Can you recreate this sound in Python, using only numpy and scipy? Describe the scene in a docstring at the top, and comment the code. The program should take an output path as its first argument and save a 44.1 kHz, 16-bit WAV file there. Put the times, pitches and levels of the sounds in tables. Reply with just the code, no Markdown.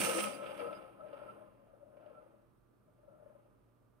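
"""Metal spinning top wobbling on wood

A small top wobbles on a wooden worktop indoors, close by. At first its rim scrapes and strikes, and the
metal rings; then the rim only rolls, in swells that grow weaker. Random grain impacts shake filters for the
board, its grit and two low resonances of the top, which rise a little in pitch as it calms.
Wavering tones make the ringing, brief singing notes and a faint hum; filtered noise makes the room's air."""
import sys
import numpy as np
from scipy import signal
from scipy.fft import rfft, irfft
from scipy.io import wavfile

SR = 44100
rng = np.random.default_rng(int(sys.argv[2]) if len(sys.argv) > 2 else 0)


def unload_audio(sound):
    """Save the sound as a 16-bit wav file, at the path given as the first command line argument."""
    columns = np.transpose(np.atleast_2d(sound))
    # keep every value between -1 and 1, then stretch to whole-number steps
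    steps = np.round(np.clip(columns, -1, 1) * 32767)
    wavfile.write(sys.argv[1], SR, steps.astype(np.int16))


N = 176400  # length in samples: 4 seconds

# All table levels are relative: the functions that use them may add a trim in dB.
# grit under the rim: (time [s], level [dB])
GRIT_LEVEL = [(0, -35.5), (.05, -38.5), (.08, -43), (.2, -42.5), (.27, -47.5), (.41, -58.5), (.47, -49),
              (.54, -62), (.6, -49), (.66, -62.5), (.72, -60), (.96, -74.5), (1.2, -66.5), (1.6, -83.5),
              (1.9, -88.5), (2.07, -76.5), (2.68, -99), (3.29, -85), (4, -99.5)]
# scraping of the rim: (time [s], level [dB])
SCRAPE_LEVEL = [(0, -41.5), (.046, -46), (.102, -49), (.2, -47.5), (.406, -76.5), (.576, -82), (.95, -104)]
FLUTTER_HZ = 59.5  # how often the contact changes strength
COARSE_PER_S = 1300  # average number of coarser grains per second


def undb(db):
    """Turn decibels into a gain."""
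    return 10 ** (np.asarray(db) / 20)


def curve(rows):
    """Join (time [s], level [dB]) points with straight lines and return the gain."""
    return undb(np.interp(np.arange(N) / SR, *np.array(rows).T))


def walk(rate_hz):
    """Random wavering: straight lines between random values, rate_hz of them a second."""
    return np.interp(np.arange(N) * rate_hz / SR, np.arange(N), rng.standard_normal(N))


def tone(hz, drift_hz, waver_db, rate_hz):
    """A sine that wavers in pitch and level, with an rms near 1."""
    phase = 2 * np.pi * (rng.random() + np.cumsum(hz + drift_hz * walk(rate_hz)) / SR)
    return np.sqrt(2) * np.sin(phase) * undb(waver_db * walk(rate_hz))


def unit(response, band=None):
    """Scale a stereo response to unit energy, counted only within a band (Hz) if one is given."""
    size = response.shape[1]
    hz = np.arange(size // 2 + 1) * SR / size
    low, high = band or (0, SR)
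    power = np.mean(abs(rfft(response)) ** 2, axis=0)
    energy = 2 * power[(hz >= low) & (hz <= high)].sum() / size
    return response / np.sqrt(energy)


def colour(rows, size=8192):
    """Stereo filter through (frequency [Hz], left [dB], right [dB]) points, reacting without delay."""
    hz, *sides = np.array(rows).T
    grid = np.log(np.maximum(np.arange(size // 2 + 1) * SR / size, 1))
    gains = undb([np.interp(grid, np.log(hz), side) for side in sides])
    # Folding the cepstrum gives minimum phase: the response starts at once, with no pre-echo.
    cepstrum = irfft(np.log(gains))
    cepstrum[:, 1:size // 2] *= 2
    cepstrum[:, size // 2 + 1:] = 0
    return irfft(np.exp(rfft(cepstrum)))


def modes(rows, size=32768):
    """Fading sines, one per (Hz, width Hz, left dB, right dB), a quarter cycle apart on the two sides."""
    t = np.arange(size) / SR
    response = np.zeros((2, size))
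    for k, (hz, width, left, right) in enumerate(rows):
        # The right side leads and lags in turn.
        phase = np.array([[0], [(-1) ** k * np.pi / 2]])
        swing = np.exp(-np.pi * width * t) * np.sin(2 * np.pi * hz * t + phase)
        response += width * undb([[left], [right]]) * swing
    return response


def through(force, response):
    """Play a force through a stereo response."""
    return signal.fftconvolve(np.atleast_2d(force), response, axes=1)[:, :N]


def bandpass(sound, low_hz, high_hz):
    """Keep the part of a sound between two frequencies."""
    return signal.sosfilt(signal.butter(3, [low_hz, high_hz], "bandpass", fs=SR, output="sos"), sound)


def blows(rows, length_s):
    """One impulse for each (s, dB) row, with the energy of that level held for length_s."""
    force = np.zeros(N)
    for s, db in rows:
        force[int(np.clip(s * SR, 0, N - 1))] += undb(db) * np.sqrt(length_s * SR)
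    return force


def bursts(rows, decay_s):
    """Envelope that adds a jump at each (s, dB) row, falling to 1 / e in decay_s."""
    t = np.arange(N) / SR
    return sum(undb(db) * (t >= s) * np.exp(-abs(t - s) / decay_s) for s, db in rows)


def reflect(sound, decay_s, wet_db):
    """Add diffuse reflections, unrelated left and right: they build up, then die by 1 / e in decay_s."""
    t = np.arange(SR // 2) / SR
    envelope = np.exp(-t / decay_s) * (1 - np.exp(-2 * t / decay_s))
    tail = rng.standard_normal((2, len(t))) * envelope
    return sound + undb(wet_db) * through(sound, unit(tail))


def grains(per_s=5000):
    """Tiny impacts of the rim on the grain of the wood, at random times and fluttering strength; rms 1."""
    spread_db, flutter_db = 2.5, 1.06
    hit = rng.random(N) < per_s / SR
    strength = undb(spread_db * np.minimum(rng.exponential(size=N), 3))
    force = hit * rng.choice([-1, 1], N) * strength * undb(flutter_db * walk(FLUTTER_HZ))
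    return force / force.std()


def spread(contact):
    """The contact as the two sides hear it: partly alike, partly separate grains on each side."""
    direct_share = 0.63  # share of the energy that is alike
    scattered = np.array([grains(), grains()])
    return np.sqrt(direct_share) * contact + np.sqrt(1 - direct_share) * scattered


def hops():
    """The rim hops at random: each landing briefly presses it harder on the wood; rms 1."""
    per_s, fade_s, hop_db, spread_db = 110, .002, -3, 2.6
    strength = undb(hop_db + spread_db * np.clip(rng.standard_normal(N), -2, 2))
    landings = (rng.random(N) < per_s / SR) * strength
    pressure = 1 + signal.lfilter([1], [1, -np.exp(-1 / (fade_s * SR))], landings)
    return pressure / np.sqrt(np.mean(pressure ** 2))


def room_tone():
    """Steady air is filtered noise, partly shared by both sides; an appliance's hum is wavering tones."""
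    # colour of the quiet room's air: (frequency [Hz], left [dB], right [dB])
    air_colour = [(26.4, -19, -21.5), (48, 3, 7.5), (65, -6, -10.5), (113, 0.5, 0.5), (155, -6, -2.5),
                  (278, -6.5, -2.5), (476, -14, -5.5), (780.3, -27, -14), (1280, -20.5, -13.5),
                  (1920, -29, -27.5), (4000, -37.5, -35), (8000, -38.5, -49), (9300, -39.5, -40.5),
                  (13940, -35, -34.5), (16600, -44.5, -46)]
    # hum of an appliance: (frequency [Hz], left [dB], right [dB])
    hum_partials = [(118.7, -78, -74.5), (1184, -96, -86.5)]
    air_db, shared = -71, 0.73  # shared: amplitude of the common noise beside each side's own
    noise = rng.standard_normal((3, N))
    noise = (noise[:2] + shared * noise[2]) / np.hypot(1, shared)
    air = undb(air_db) * through(noise, unit(colour(air_colour)))
    hum = np.zeros((2, N))
    for hz, left, right in hum_partials:
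        hum += undb([[left], [right]]) * tone(hz, drift_hz=1.3, waver_db=2, rate_hz=34)
    return air + hum


def singing():
    """The juddering rim briefly locks onto one resonance: a tone swells and dies, later on the right."""
    # notes of the board or the top:
    # (middle [s], length [s], frequency [Hz], left [dB], right [dB])
    notes = [(0.18, 0.042, 333, -37, -43), (.19, 0.036, 510, -38, -45), (0.24, 0.067, 207, -43.5, -62),
             (.245, .065, 1277, -41.5, -42.5), (0.2785, 0.023, 562, -36, -48),
             (.645, 0.058, 477, -40.5, -52), (1.298, 0.021, 1327, -50, -46.5),
             (2.18, .035, 1347, -64, -58.5), (0.347, 0.025, 4850, -74, -59.5),
             (0.757, .035, 4900, -89, -68)]
    drift_share, waver_db, waver_hz = .008, 1.5, 151.5
    t = np.arange(N) / SR
    out = np.zeros((2, N))
    for s, length, hz, left, right in notes:
        swell = np.exp(-2 * ((t - s) / length) ** 2)
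        note = swell * tone(hz, hz * drift_share, waver_db, waver_hz)
        quarter_cycle = int(SR / hz / 4)
        out += undb([[left], [right]]) * np.array([note, np.roll(note, quarter_cycle)])
    return out


def ringing():
    """Each mode of the metal stores the energy of the contact and lets it die away, wavering at random."""
    # pitches of the metal's ringing modes: (frequency [Hz])
    ring_hz = [7947, 8495, 8765, 9395, 10456, 11299, 11650, 14270, 14767, 15620]
    # how each of them rings: (time to fall by 60 dB [s], left [dB], right [dB])
    ring_modes = [(0.32, -23, -9.5), (0.24, -17, -5), (0.22, -18.5, -3.5), (.3, -19.5, 2), (.4, -23, -7),
                  (.3, -18, -20), (.3, -19.5, -24.5), (.22, -17.5, -25), (.2, -12, -21.5),
                  (.22, -27, -26.5)]
    grit_db, waver_db, waver_hz, drift_hz = -27, 4.5, 25.6, 1.8
    power = curve(SCRAPE_LEVEL) ** 2 + (undb(grit_db) * curve(GRIT_LEVEL)) ** 2
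    out = np.zeros((2, N))
    for hz, (t60, left, right) in zip(ring_hz, ring_modes):
        keep = np.exp(-2 * np.log(1000) / (t60 * SR))  # energy kept from one sample to the next
        # The metal already holds some energy at the start.
        energy, _ = signal.lfilter([1 - keep], [1, -keep], power, zi=[power[0] / 2])
        out += undb([[left], [right]]) * np.sqrt(energy) * tone(hz, drift_hz, waver_db, waver_hz)
    return out


def scraping(pressure):
    """The rim skids over the grain, with a rasp and a hiss, and strikes the wood in sharp ticks."""
    # fine hiss of the contact: (time [s], level [dB])
    hiss_level = [(0, -40.5), (.09, -54), (.17, -69), (.22, -64), (.33, -73.5), (.59, -68), (.95, -85),
                  (1.33, -81), (1.6, -94.5), (2.17, -90.5), (2.7, -101), (3.28, -91.5), (3.7, -100)]
    # strikes of the rim on the wood: (time [s], strength [dB])
    tick_rows = [(.013, -30), (.037, -28.5), (.047, -23.5), (.0945, -35), (.1025, -35.5), (.113, -37),
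                 (.1235, -39), (.1805, -35), (.202, -41), (.577, -54)]
    # colours of the scrape and the hiss: (frequency [Hz], left [dB], right [dB])
    scrape_colour = [(2480, -22, -7.5), (4000, -14.5, 1), (5340, -12.5, 3), (6000, -9.5, 7),
                     (6600, -12.5, -4), (7800, -10.5, 4), (8985, -5.5, 11.5), (11100, -10, -0.5),
                     (12300, -7, -12.5), (14980, -14, -25.5)]
    hiss_colour = [(4000, -23, -8), (7800, -19.5, -12), (8300, -7, 0.5), (9100, -6, 12.5),
                   (10150, -0.5, 3.5), (12300, -1, -2.5), (14310, -2, -6), (14700, -21, -26.5)]
    scrape_db, hiss_db, tick_db = -4, -4, -8.5
    scrape_filter = colour(scrape_colour)
    hiss_filter = unit(colour(hiss_colour), band=(9600, 14000))
    scrape_force = spread(grains()) * pressure * curve(SCRAPE_LEVEL)
    rasp = undb(scrape_db) * through(scrape_force, unit(scrape_filter, band=(5400, 7600)))
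    hiss = undb(hiss_db) * through(spread(grains()) * curve(hiss_level), hiss_filter)
    strikes = undb(tick_db) * blows(tick_rows, length_s=0.0004)
    ticks = through(strikes, hiss_filter + unit(scrape_filter))
    return rasp + hiss + reflect(ticks, decay_s=0.0021, wet_db=2)


def grit_and_frame(pressure, crunches):
    """Coarser grains grind under the rim and rattle small resonances of the frame."""
    # colour of the grinding: (frequency [Hz], left [dB], right [dB])
    grit_colour = [(880, -21, -28), (1470, 0.5, 3.5), (1830, -9.5, -2.5), (2400, 0, 9), (2790, -1.5, 5),
                   (3290, -10, 1), (4013, -18, -10), (4830, -21, -14), (6500, -33, -28), (12025, -40, -44)]
    # small resonances of the frame: (frequency [Hz], width [Hz], left [dB], right [dB])
    frame_modes = [(1785, 71, -1.5, -4.5), (2130, 50, -3, 1), (2300, 63, -2.5, 1.5), (2740, 120, 0, 2),
                   (3110, 49, -5, 0.5), (4840, 60, -13.5, -5.5)]
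    grit_db, frame_db, frame_flutter_db = -7, -3, 3
    rough = undb(grit_db) * (pressure * curve(GRIT_LEVEL) + crunches)
    grit_filter = unit(colour(grit_colour), band=(1800, 3500))
    grit = through(spread(grains(COARSE_PER_S)) * rough, grit_filter)
    flutter = undb(frame_db + frame_flutter_db * walk(FLUTTER_HZ))
    rattle = spread(grains(COARSE_PER_S)) * rough * flutter
    frame = bandpass(through(rattle, unit(modes(frame_modes))), 1400, 5600)
    return grit + frame


def board_modes(force, rows, band):
    """Modes of the board, each swelling and fading by itself as the moving contact favours it or not."""
    shift_db, shift_hz = 2.5, 18
    whole = modes(rows)
    scale = unit(whole, band).std() / whole.std()
    out = np.zeros((2, N))
    for row in rows:
        share = undb(shift_db * walk(shift_hz))
        share = share / np.sqrt(np.mean(share ** 2))
        out += through(force * share, modes([row]))
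    return scale * out


def board(contact, pressure, bumps, crunches):
    """The grain, bumps and crunches shake the board, which rumbles, resonates and knocks."""
    # rumble of the board, then its low knocking: (time [s], level [dB])
    rumble_level = [(0, -46), (.24, -47.5), (.36, -61.5), (.48, -52.5), (.58, -59.5), (.62, -49.5),
                    (.66, -57.5), (.8, -62), (.93, -70.5), (1.16, -62), (1.4, -65), (1.52, -75.5),
                    (1.85, -78), (2.06, -68), (2.3, -75.5), (2.66, -88.5), (3, -84.5), (3.3, -74),
                    (3.6, -85.5), (4, -92.5)]
    knocking_level = [(0, -42), (.1, -53.5), (.18, -55.5), (.3, -55), (.54, -60.5), (.66, -54),
                      (.88, -67.5), (1.29, -65.5), (1.68, -76), (2.12, -70.5), (2.63, -85), (3.33, -72),
                      (3.7, -88)]
    # colour of the rumble: (frequency [Hz], left [dB], right [dB])
    wood_colour = [(29.9, -31.5, -32), (90, -22, -17), (170, -22, -21.5), (342, -5.5, -4.5),
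                   (600, -3.5, -4), (920, -8, 1.5), (1160, -13, -11.5), (1380, -7, -8), (1730, -27, -10),
                   (2937, -35.5, -34.5)]
    # middle and low modes of the board: (frequency [Hz], width [Hz], left [dB], right [dB])
    middle_modes = [(480.4, 59, 6.5, 2), (628, 30, 2, -7.5), (707.5, 73, -3.5, -6.5), (837, 50, 1, 0.5),
                    (1034.3, 38, 1, 3), (1217, 36, -1, 3), (1437, 50, -18.5, -9)]
    low_modes = [(210, 22, -7, -10), (280, 32, -6, -15), (331.5, 24, -5, -6)]
    rumble_db, middle_db, knock_db, bump_db, crunch_db = -8.5, -3, 1, -12, -2
    wood_band = (700, 1150)  # Hz
    rumble = curve(rumble_level)
    shaking = pressure * rumble + undb(bump_db) * bumps + undb(crunch_db) * crunches
    wood = undb(rumble_db) * through(spread(grains()) * shaking, unit(colour(wood_colour), wood_band))
    wood += undb(middle_db) * board_modes(grains() * rumble, middle_modes, wood_band)
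    knocking = spread(contact) * curve(knocking_level)
    wood += undb(knock_db) * board_modes(knocking, low_modes, band=(170, 400))
    return bandpass(wood, 100, 1900)


def top_mode(force, judder, wander_hz, hz, width, left_db, right_db):
    """A resonance of the top starts flat and recovers its pitch; juddering pushes it in step."""
    sag_share, sag_s, wander_rate_hz = 0.048, 0.8, 35.03
    t = np.arange(N) / SR
    # The pitch also shifts at random as the point of contact moves.
    pitch = hz * (1 - sag_share * np.exp(-t / sag_s)) + wander_hz * walk(wander_rate_hz)
    turn = np.exp(2j * np.pi * np.cumsum(pitch) / SR)
    pole, skirt = np.exp(-np.pi * width / SR), np.exp(-2 * np.pi * 2 * width / SR)
    # Shift the mode's pitch down to 0 Hz, smooth there, then shift back.
    push = np.sqrt(2 * (1 - pole ** 2)) * force / turn + np.pi * (1 - pole) * judder
    swing = signal.lfilter([1], [1, -pole], push)
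    # A second smoothing weakens what lies far from the pitch.
    swing = turn * signal.lfilter([1 - skirt], [1, -skirt], swing)
    return np.array([undb(left_db) * swing.imag, undb(right_db) * swing.real])


def top_resonances(force, bumps):
    """The rolling contact shakes two resonances of the top; bumps push the lower one."""
    # strength of the lower and the upper resonance: (time [s], level [dB])
    lower_level = [(0, -40.5), (.28, -48.5), (.34, -51), (.48, -47.5), (.54, -56.5), (.6, -50),
                   (.72, -49.5), (.76, -75), (.82, -52.5), (.91, -68), (1.03, -52), (1.1, -57), (1.3, -58),
                   (1.55, -71), (1.7, -66.5), (1.9, -68), (2.15, -64.5), (2.42, -78.5), (2.52, -91.5),
                   (2.85, -85.5), (3.02, -79.5), (3.09, -65), (3.42, -77), (3.55, -85), (4, -88.5)]
    upper_level = [(0, -41.5), (.28, -46.5), (.32, -55), (.39, -55), (.46, -48), (.53, -65), (.62, -46),
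                   (.73, -54.5), (.93, -72), (1, -58), (1.07, -77), (1.14, -57), (1.33, -66.5),
                   (1.55, -85.5), (1.77, -77), (1.9, -88.5), (2.07, -70.5), (2.45, -89.5), (3, -90),
                   (3.1, -72), (3.55, -96)]
    # the two resonances when calm: (frequency [Hz], width [Hz], left [dB], right [dB])
    lower_mode = (587, 65.5, 5.5, -6)
    upper_mode = (1343.5, 50.5, -1, 0)
    wander_hz = .03 * lower_mode[0]  # the same for both
    lower = top_mode(force * curve(lower_level), bumps, wander_hz, *lower_mode)
    upper = top_mode(force * curve(upper_level), 0, wander_hz, *upper_mode)
    return lower + upper


def rolling(pressure):
    """The rim rolls over grain, bumps and rough spots, shaking the top, the board and the grit."""
    # the rim judders over bumps: (time [s], strength [dB])
    bump_rows = [(.429, -44), (.462, -45.5), (.506, -45.5), (.593, -41.5), (.617, -50), (.726, -45.5),
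                 (1.044, -51), (1.128, -47.5), (1.185, -59), (1.215, -48), (1.272, -52.5), (1.411, -57.5),
                 (1.733, -58.5), (1.806, -62), (1.826, -55.5), (1.936, -61.5), (1.968, -55), (2.010, -63),
                 (2.059, -53), (2.107, -58.5), (2.170, -55), (2.233, -69.5), (2.257, -64.5), (2.336, -65),
                 (2.425, -69), (2.878, -69), (2.982, -69.5), (3.030, -67), (3.078, -59), (3.130, -62.5),
                 (3.198, -61), (3.222, -61), (3.258, -56.5), (3.298, -64), (3.350, -58), (3.451, -67.5)]
    # the rim crunches over rough spots: (time [s], level [dB])
    crunch_rows = [(.013, -34), (.021, -46), (.037, -36), (.047, -35.5), (.095, -35.5), (.113, -36),
                   (.132, -39), (.181, -37), (.187, -46), (.201, -42), (.239, -35.5), (.264, -49),
                   (.456, -59), (.515, -59), (.55, -54), (.578, -51), (.673, -56), (.728, -49.5),
                   (1.065, -79), (1.131, -63), (1.187, -71), (1.968, -69), (2.010, -74), (2.060, -66.5)]
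    bump_db = 1.5
    contact = grains()
    bumps = undb(bump_db) * bursts(bump_rows, decay_s=0.0059)
    crunches = bursts(crunch_rows, decay_s=.006)
    top = top_resonances(contact * pressure, bumps)
    wood = board(contact, pressure, bumps, crunches)
    return top + wood + grit_and_frame(pressure, crunches)


def scene():
    """The top on its board in a small room; only the rolling and the scraping get room reflections."""
    room_t60_s, room_db = .3, -6.5
    pressure = hops()
    contact_sound = rolling(pressure) + scraping(pressure)
    in_room = reflect(contact_sound, room_t60_s / np.log(1000), room_db)
    return room_tone() + singing() + ringing() + in_room


def record(dry):
    """A steep low-pass filter cuts the highest treble, above 15800 Hz."""
    return signal.sosfilt(signal.ellip(10, .2, 80, 15800, fs=SR, output="sos"), dry)


dry = scene()
out = record(dry)
unload_audio(out)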